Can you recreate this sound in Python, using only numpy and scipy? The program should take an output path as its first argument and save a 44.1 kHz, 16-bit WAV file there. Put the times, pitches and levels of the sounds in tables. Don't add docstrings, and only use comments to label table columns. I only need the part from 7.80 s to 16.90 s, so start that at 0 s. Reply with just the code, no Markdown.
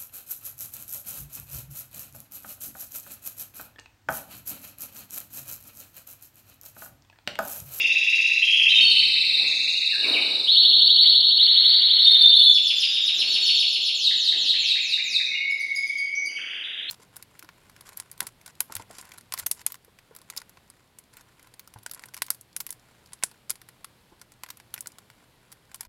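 import sys
import numpy as np
from scipy import signal
from scipy.fft import rfft, irfft
from scipy.io import wavfile
from scipy.ndimage import uniform_filter1d

SR = 44100
rng = np.random.default_rng(int(sys.argv[2]) if len(sys.argv) > 2 else 0)


def file_out(sig):
    cols = np.atleast_2d(sig).T
    lim = np.clip(cols, -1, 1)
    pcm = np.round(lim * 32767).astype(np.int16)
    wavfile.write(sys.argv[1], SR, pcm)


def field_ratio(decibels):
    return 10 ** (np.asarray(decibels, dtype=float) / 20)


N = 401310
LEAD = SR // 2
UNEVEN_DB = 1.3

# columns from_mark_ms, pitch_hz, level_db
TICK = [
    [(-9, 3900, -5), (-4, 4900, -2), (-1, 5250, 1), (3, 6700, -3), (7, 7300, -4)],
]
TOCK = [
    [(-38, 1700, -20), (-31, 2250, -13), (-26, 2640, 2), (-21, 2730, 1), (-16, 2740, -7)],
]
DROP = [
    [(-24, 6600, -36), (-15, 5500, -24), (-8, 4800, -14), (-3, 4250, -4), (2, 3900, 0), (8, 3600, -5),
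     (11, 3450, -12)],
]
RISE = [
    [(-2, 2700, -20), (8, 3100, -9), (20, 3520, -1), (32, 3880, 0), (48, 4250, -4), (60, 4385, -2),
     (72, 4375, -4)],
]
FALL = [
    [(0, 7450, -20), (25, 6800, -21), (42, 5900, -17), (52, 5300, -7), (62, 5000, -9), (68, 4400, -14)],
]
SLIDE = [
    [(0, 7400, -20), (40, 6400, -21), (75, 5200, -17), (108, 4250, -11), (122, 3850, 1), (136, 3550, -5)],
    [(160, 2500, -26), (165, 2050, -19), (172, 1550, -17)],
]
CHIP = [
    [(0, 7050, -4), (6, 6200, -4)],
    [(7, 5250, -2), (11, 4950, 2), (17, 4700, -2)],
]
CHUP = [
    [(-5, 6500, -3), (3, 5500, -3)],
    [(5, 5000, -2), (12, 4400, -2)],
]
SCOOP = [
    [(-6, 1800, -18), (3, 2300, -4), (12, 2650, 0), (22, 2750, -4)],
]
FLICK = [
    [(28, 4900, -1), (32, 6300, 1), (37, 6900, -2), (44, 7000, -6)],
]
CLIMB = [
    [(0, 2500, -16), (30, 3300, -2), (60, 4250, -4), (80, 4430, -2)],
]
DIP = [
    [(60, 4900, -14), (68, 4200, -6), (75, 3500, -2), (81, 2900, -1), (86, 2550, -9), (91, 1900, -20)],
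]
PIP = [
    [(0, 4300, -4), (10, 4420, 0), (35, 4400, -2)],
]
HOOK = [
    [(0, 2100, -8), (15, 2650, 0), (35, 2800, -3)],
]
BEAD = [
    [(0, 2120, -3), (10, 2240, 0), (28, 2220, -2)],
]
BURR = [
    [(0, 4000, -8), (10, 3500, 0), (20, 2900, -3), (33, 1250, -12)],
]

# columns start_s, level_db
FALLS = [(4.695, -5.3), (4.823, -2.3), (4.953, 0.0), (5.086, -5.7), (5.211, -3.1), (5.34, -0.6),
         (5.481, -1.8), (5.611, -0.2), (5.744, -1.5), (5.878, -4.3), (6.008, -3.3)]
SLIDES = [(6.145, 0.0), (6.36, -1.6), (6.575, -2.6), (6.79, -1.8), (7.01, -3), (7.235, -1.5)]
CHIPS = [(7.7, -7.9), (7.951, 0.0), (8.174, -5.6), (8.45, -4.1)]
CHUPS = [(7.8, 0.0), (8.07, -2.1)]
# columns syllable, marks, voice (level_db, second_partial_db, third_partial_db),
# and optionally pitch (first_factor, last_factor)
NEAR_PHRASES = [
    (FALL, FALLS, (-15, -19, -34)),
    (DIP, FALLS, (-15.5, -30, -40)),
    (SLIDE, SLIDES, (-13, -25, -34)),
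    (CHIP, CHIPS, (-24.5, -17, -29), (1.03, .965)),
    (CHUP, CHUPS, (-31, -9, -28)),
]

# (first_s, last_s, level_db, first_pitch_factor, last_pitch_factor)
FAR_ROLLS = [
    (HOOK, .0435, [(-.3, .6, -29, 1.3, 1.46), (7.5, 8.3, -50, 1.7, 1.1)]),
    (HOOK, .054, [(.612, 1.16, -16, 1.21, 1.13)]),
    (HOOK, .059, [(4.84, 5.42, -22, 1.26, 1.46), (5.48, 5.8, -22, 1.35, 1.35)]),
    (HOOK, .071, [(6.755, 7.55, -27, 1.02, .93)]),
    (BURR, .046, [(3.6, 4.4, -42, .65, .65), (4.9, 5.6, -42, .8, .8), (8.49, 8.55, -42, .85, .85), (8.56, 9.1, -29.5, .88, 1.03)]),
    (PIP, .0605, [(5.455, 5.72, -21, .999, .99)]),
    (CLIMB, .092, [(5.626, 6.84, -21, 1.01, .99)]),
    (BEAD, .0345, [(7.505, 8.45, -24, .985, 1.01)]),
]
# columns start_s, length_s, start_hz, end_hz, level_db
FAR_NOTES = [(.885, .025, 3400, 4100, -18), (.94, .04, 3620, 3740, -16), (1.005, .05, 4340, 4420, -18),
             (1.075, .04, 4380, 4390, -19.5), (1.135, .04, 4380, 4390, -20), (2.12, .03, 1900, 1550, -34),
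             (2.218, .035, 3000, 2150, -24), (2.335, .04, 3150, 2150, -19), (3.232, .012, 1700, 2600, -38),
             (4.2, .05, 5000, 5400, -44), (4.66, .09, 3500, 3400, -17), (4.92, .15, 4900, 4800, -32),
             (7.455, .012, 6300, 5400, -33), (7.545, .02, 2810, 2830, -28), (8.35, .015, 5500, 6300, -28),
             (8.485, .012, 2900, 3000, -36), (9.085, .02, 4100, 4300, -26)]

# columns start_s, level_db, centre_hz
THUDS = [
    (.87, -56, 150),
    (.97, -48, 110),
    (1.6, -50, 300),
    (2.25, -38, 600),
    (6.45, -52, 300),
]
# columns pitch_hz, level_db (per Hz)
HOUSE_COLOUR = [(20, -11), (150, -8), (320, 2), (650, -3), (1200, -10), (2200, -12), (4000, -15),
                (6000, -27), (9500, -26), (15000, -34)]
# columns pitch_hz, t60_s
WALL_RINGING = [(200, .7), (1000, .8), (2300, .75), (3500, 1.05), (4500, 1.05), (7000, .8), (10000, .6),
                (15000, .4)]
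# columns delay_s, level_db
ECHOES = [
    (.0035, -8),
    (.0095, 0),
    (.0145, -8),
    (.019, -7),
]
# columns pitch_hz, level_db
MIC_COLOUR = [(9, -40), (38, 0), (4500, 0), (6000, -4), (7400, -6), (7900, -6), (8600, 0), (9700, 5),
              (11800, -8), (14500, 1)]

# columns first_s, last_s, mean_gap_s, slowing_share, end_fade_db
TICK_TRILL = (-.37, 1.016, .0578, .065, 2)
DROP_TRILL = (1.114, 2.643, .0437, .034, -4)
RISE_TRILL = (2.667, 4.601, .0841, .027, -2.2)
SCOOP_TRILL = (1.153, 2.096, .0725, .066, -1.5)
# (level_db, second_partial_db, third_partial_db)
NEAR_TRILLS = [
    ([TOCK, TICK], TICK_TRILL, [(-16.5, -44, -40), (-31.5, -20, -34)]),
    ([DROP], DROP_TRILL, [(-15.3, -25, -34)]),
    ([RISE], RISE_TRILL, [(-12.2, -46, -37)]),
]

# columns start_s, end_s, start_hz, sag_hz_per_s
LONG_NOTE = (4.2, 4.66, 3670, -370)
# columns peak_s, level_db
PUSHES = [
    (4.282, -10),
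    (4.42, -9.5),
    (4.55, -11),
    (4.63, -11),
]
# columns start_s, deep_db, household_db, dying_db_per_s
STIRS = [(0, -76, -50, 60), (.8, -66, -55, 10), (1.01, -53, -52, 25), (1.62, -65, -49, 35),
         (2.3, -66, -35, 36), (2.85, -59, -50, 4.5), (5.4, -68, -50, 14), (6.3, -66, -60, 10),
         (6.56, -67, -51, 35), (7.33, -66, -64, 30), (8.4, -78, -59, 4)]


def read(points, hz):
    f, value = np.transpose(points)
    return np.interp(np.log(hz + 1), np.log(f + 1), value)


def add(mix, s, sound):
    part = mix[round(s * SR) + LEAD:][:len(sound)]
    part += sound[:len(part)]


def whistle(s, hz, db, second_db, third_db):
    edge_s = .004
    t = np.arange(s[0], s[-1], 1 / SR)
    wobble = 1 + .004 * np.sin(2 * np.pi * 90 * t)
    glide = uniform_filter1d(np.interp(t, s, hz), size=90, mode="nearest")
    phase = 2 * np.pi * np.cumsum(glide * wobble) / SR
    tone = np.sin(phase)
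    tone += field_ratio(second_db) * np.sin(2 * phase)
    tone += field_ratio(third_db) * np.sin(3 * phase)
    fade = signal.windows.tukey(len(t), min(2 * edge_s * SR / len(t), 1))
    return np.sqrt(2) * field_ratio(np.interp(t, s, db)) * fade * tone


def phrase(syllable, marks, voice, pitch=(1, 1), scatter=.007):
    out = np.zeros(N + LEAD)
    level_db, second_db, third_db = voice
    factors = np.linspace(*pitch, len(marks)) + scatter * rng.standard_normal(len(marks))
    for (start, mark_db), factor in zip(marks, factors):
        for note in syllable:
            ms, hz, note_db = np.transpose(note)
            s = start + ms / 1000
            add(out, s[0], whistle(s, hz * factor, level_db + mark_db + note_db, second_db, third_db))
    return out


def trill(first, last, gap, slowing, fade_db):
    opening_db = 1.1
    u = np.linspace(0, 1, round((last - first) / gap) + 1)
    s = first + (last - first) * (u - slowing * u * (1 - u))
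    db = fade_db * u + opening_db * (u == 0) + UNEVEN_DB * rng.standard_normal(len(u))
    return np.transpose([s, db])


def near_bird():
    out = sum(phrase(*row) for row in NEAR_PHRASES)
    for syllables, rule, voices in NEAR_TRILLS:
        marks = trill(*rule)
        for syllable, voice in zip(syllables, voices):
            out += phrase(syllable, marks, voice)
    return out


def far_bird():
    scoops = trill(*SCOOP_TRILL)
    out = phrase(SCOOP, scoops, (-21.5, -40, -46), scatter=.02)
    out += phrase(FLICK, scoops[7:12], (-32.5, -30, -46))
    for syllable, gap, rows in FAR_ROLLS:
        scatter = .035 if syllable in (HOOK, BURR) else .006
        for first, last, db, *pitch in rows:
            s = np.arange(first, last, gap)
            marks = np.transpose([s, UNEVEN_DB * rng.standard_normal(len(s))])
            out += phrase(syllable, marks, (db, -36, -40), pitch, scatter)
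    for start, length, hz, end_hz, db in FAR_NOTES:
        s = start + length * np.array([0, .5, 1])
        glide = hz + (end_hz - hz) * np.array([0, .6, 1])
        add(out, start, whistle(s, glide, [db, db, db], -32, -36))
    add(out, *long_note())
    return out


def room(x, direct_db, echo_db, wet_db):
    build_up_s = .012
    hz, t, z = signal.stft(rng.standard_normal(SR), SR, nperseg=256)
    z = z * field_ratio(-60 * t / read(WALL_RINGING, hz)[:, None])
    response = signal.istft(z, SR, nperseg=256)[1]
    response *= np.minimum(np.arange(len(response)) / SR / build_up_s, 1) ** 2
    response *= field_ratio(wet_db) / np.linalg.norm(response)
    response[0] = field_ratio(direct_db)
    for s, db in ECHOES:
        response[round(s * SR)] += field_ratio(db + echo_db)
    return signal.oaconvolve(x, response)[LEAD:LEAD + N]


def house():
    quiet_deep_db, quiet_household_db, calming_db_per_s = -70, -57, -.9
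    rise_db_per_s, split_hz, hiss_db = 160, 180, -72
    hz, t = np.fft.rfftfreq(N, 1 / SR), np.arange(N) / SR
    level = field_ratio(np.array([[quiet_deep_db], [quiet_household_db]]) + calming_db_per_s * t)
    for s, deep_db, household_db, dying in STIRS:
        swell = field_ratio(np.minimum(rise_db_per_s * (t - s), -dying * (t - s)))
        level = np.hypot(level, field_ratio(np.array([[deep_db], [household_db]])) * swell)
    z = rfft(rng.standard_normal(N)) * field_ratio(read(HOUSE_COLOUR, hz))
    low = 1 / (1 + (hz / split_hz) ** 4)
    deep = irfft(z * low, N)
    household = irfft(z * (1 - low), N)
    hiss = field_ratio(hiss_db) * rng.standard_normal(N)
    return deep / deep.std() * level[0] + household / household.std() * level[1] + hiss


def thuds():
    out = np.zeros(N + LEAD)
    t = np.arange(SR // 10) / SR
    for s, db, hz in THUDS:
        band = signal.butter(1, [.6 * hz, 2.5 * hz], "band", fs=SR)
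        puff = signal.lfilter(*band, rng.standard_normal(len(t)))
        add(out, s, field_ratio(db + 16 - 900 * t) * puff)
    return out


def long_note():
    push_slope_db_per_s = 190
    start, end, start_hz, sag = LONG_NOTE
    s = np.arange(start, end, .005)
    db = np.max([top_db - push_slope_db_per_s * abs(s - at) for at, top_db in PUSHES], axis=0)
    return start, whistle(s, start_hz + sag * (s - start), db, -42, -34)


def scene():
    birds = room(near_bird(), direct_db=-4.5, echo_db=-7.5, wet_db=-2.9)
    birds += room(far_bird(), direct_db=-7, echo_db=-10, wet_db=-1.8)
    knocks = room(thuds(), direct_db=-12, echo_db=-12, wet_db=-1)
    return (birds + knocks + house())[None]


def roll_off(x):
    return signal.sosfilt(signal.butter(12, 15720, fs=SR, output="sos"), x)


def record(dry):
    drive, lopsided = .55, .045
    low_share, corner_hz = .25, 4000
    hz = np.fft.rfftfreq(N, 1 / SR)
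    haze_colour = low_share + (1 - low_share) / (1 + (corner_hz / (hz + 1)) ** 8)
    haze = rfft(lopsided * dry ** 2) * haze_colour
    bent = rfft(np.tanh(drive * dry) / drive)
    coloured = irfft((bent + haze) * field_ratio(read(MIC_COLOUR, hz)), N)
    return roll_off(coloured)


dry = scene()
out = record(dry)
file_out(out)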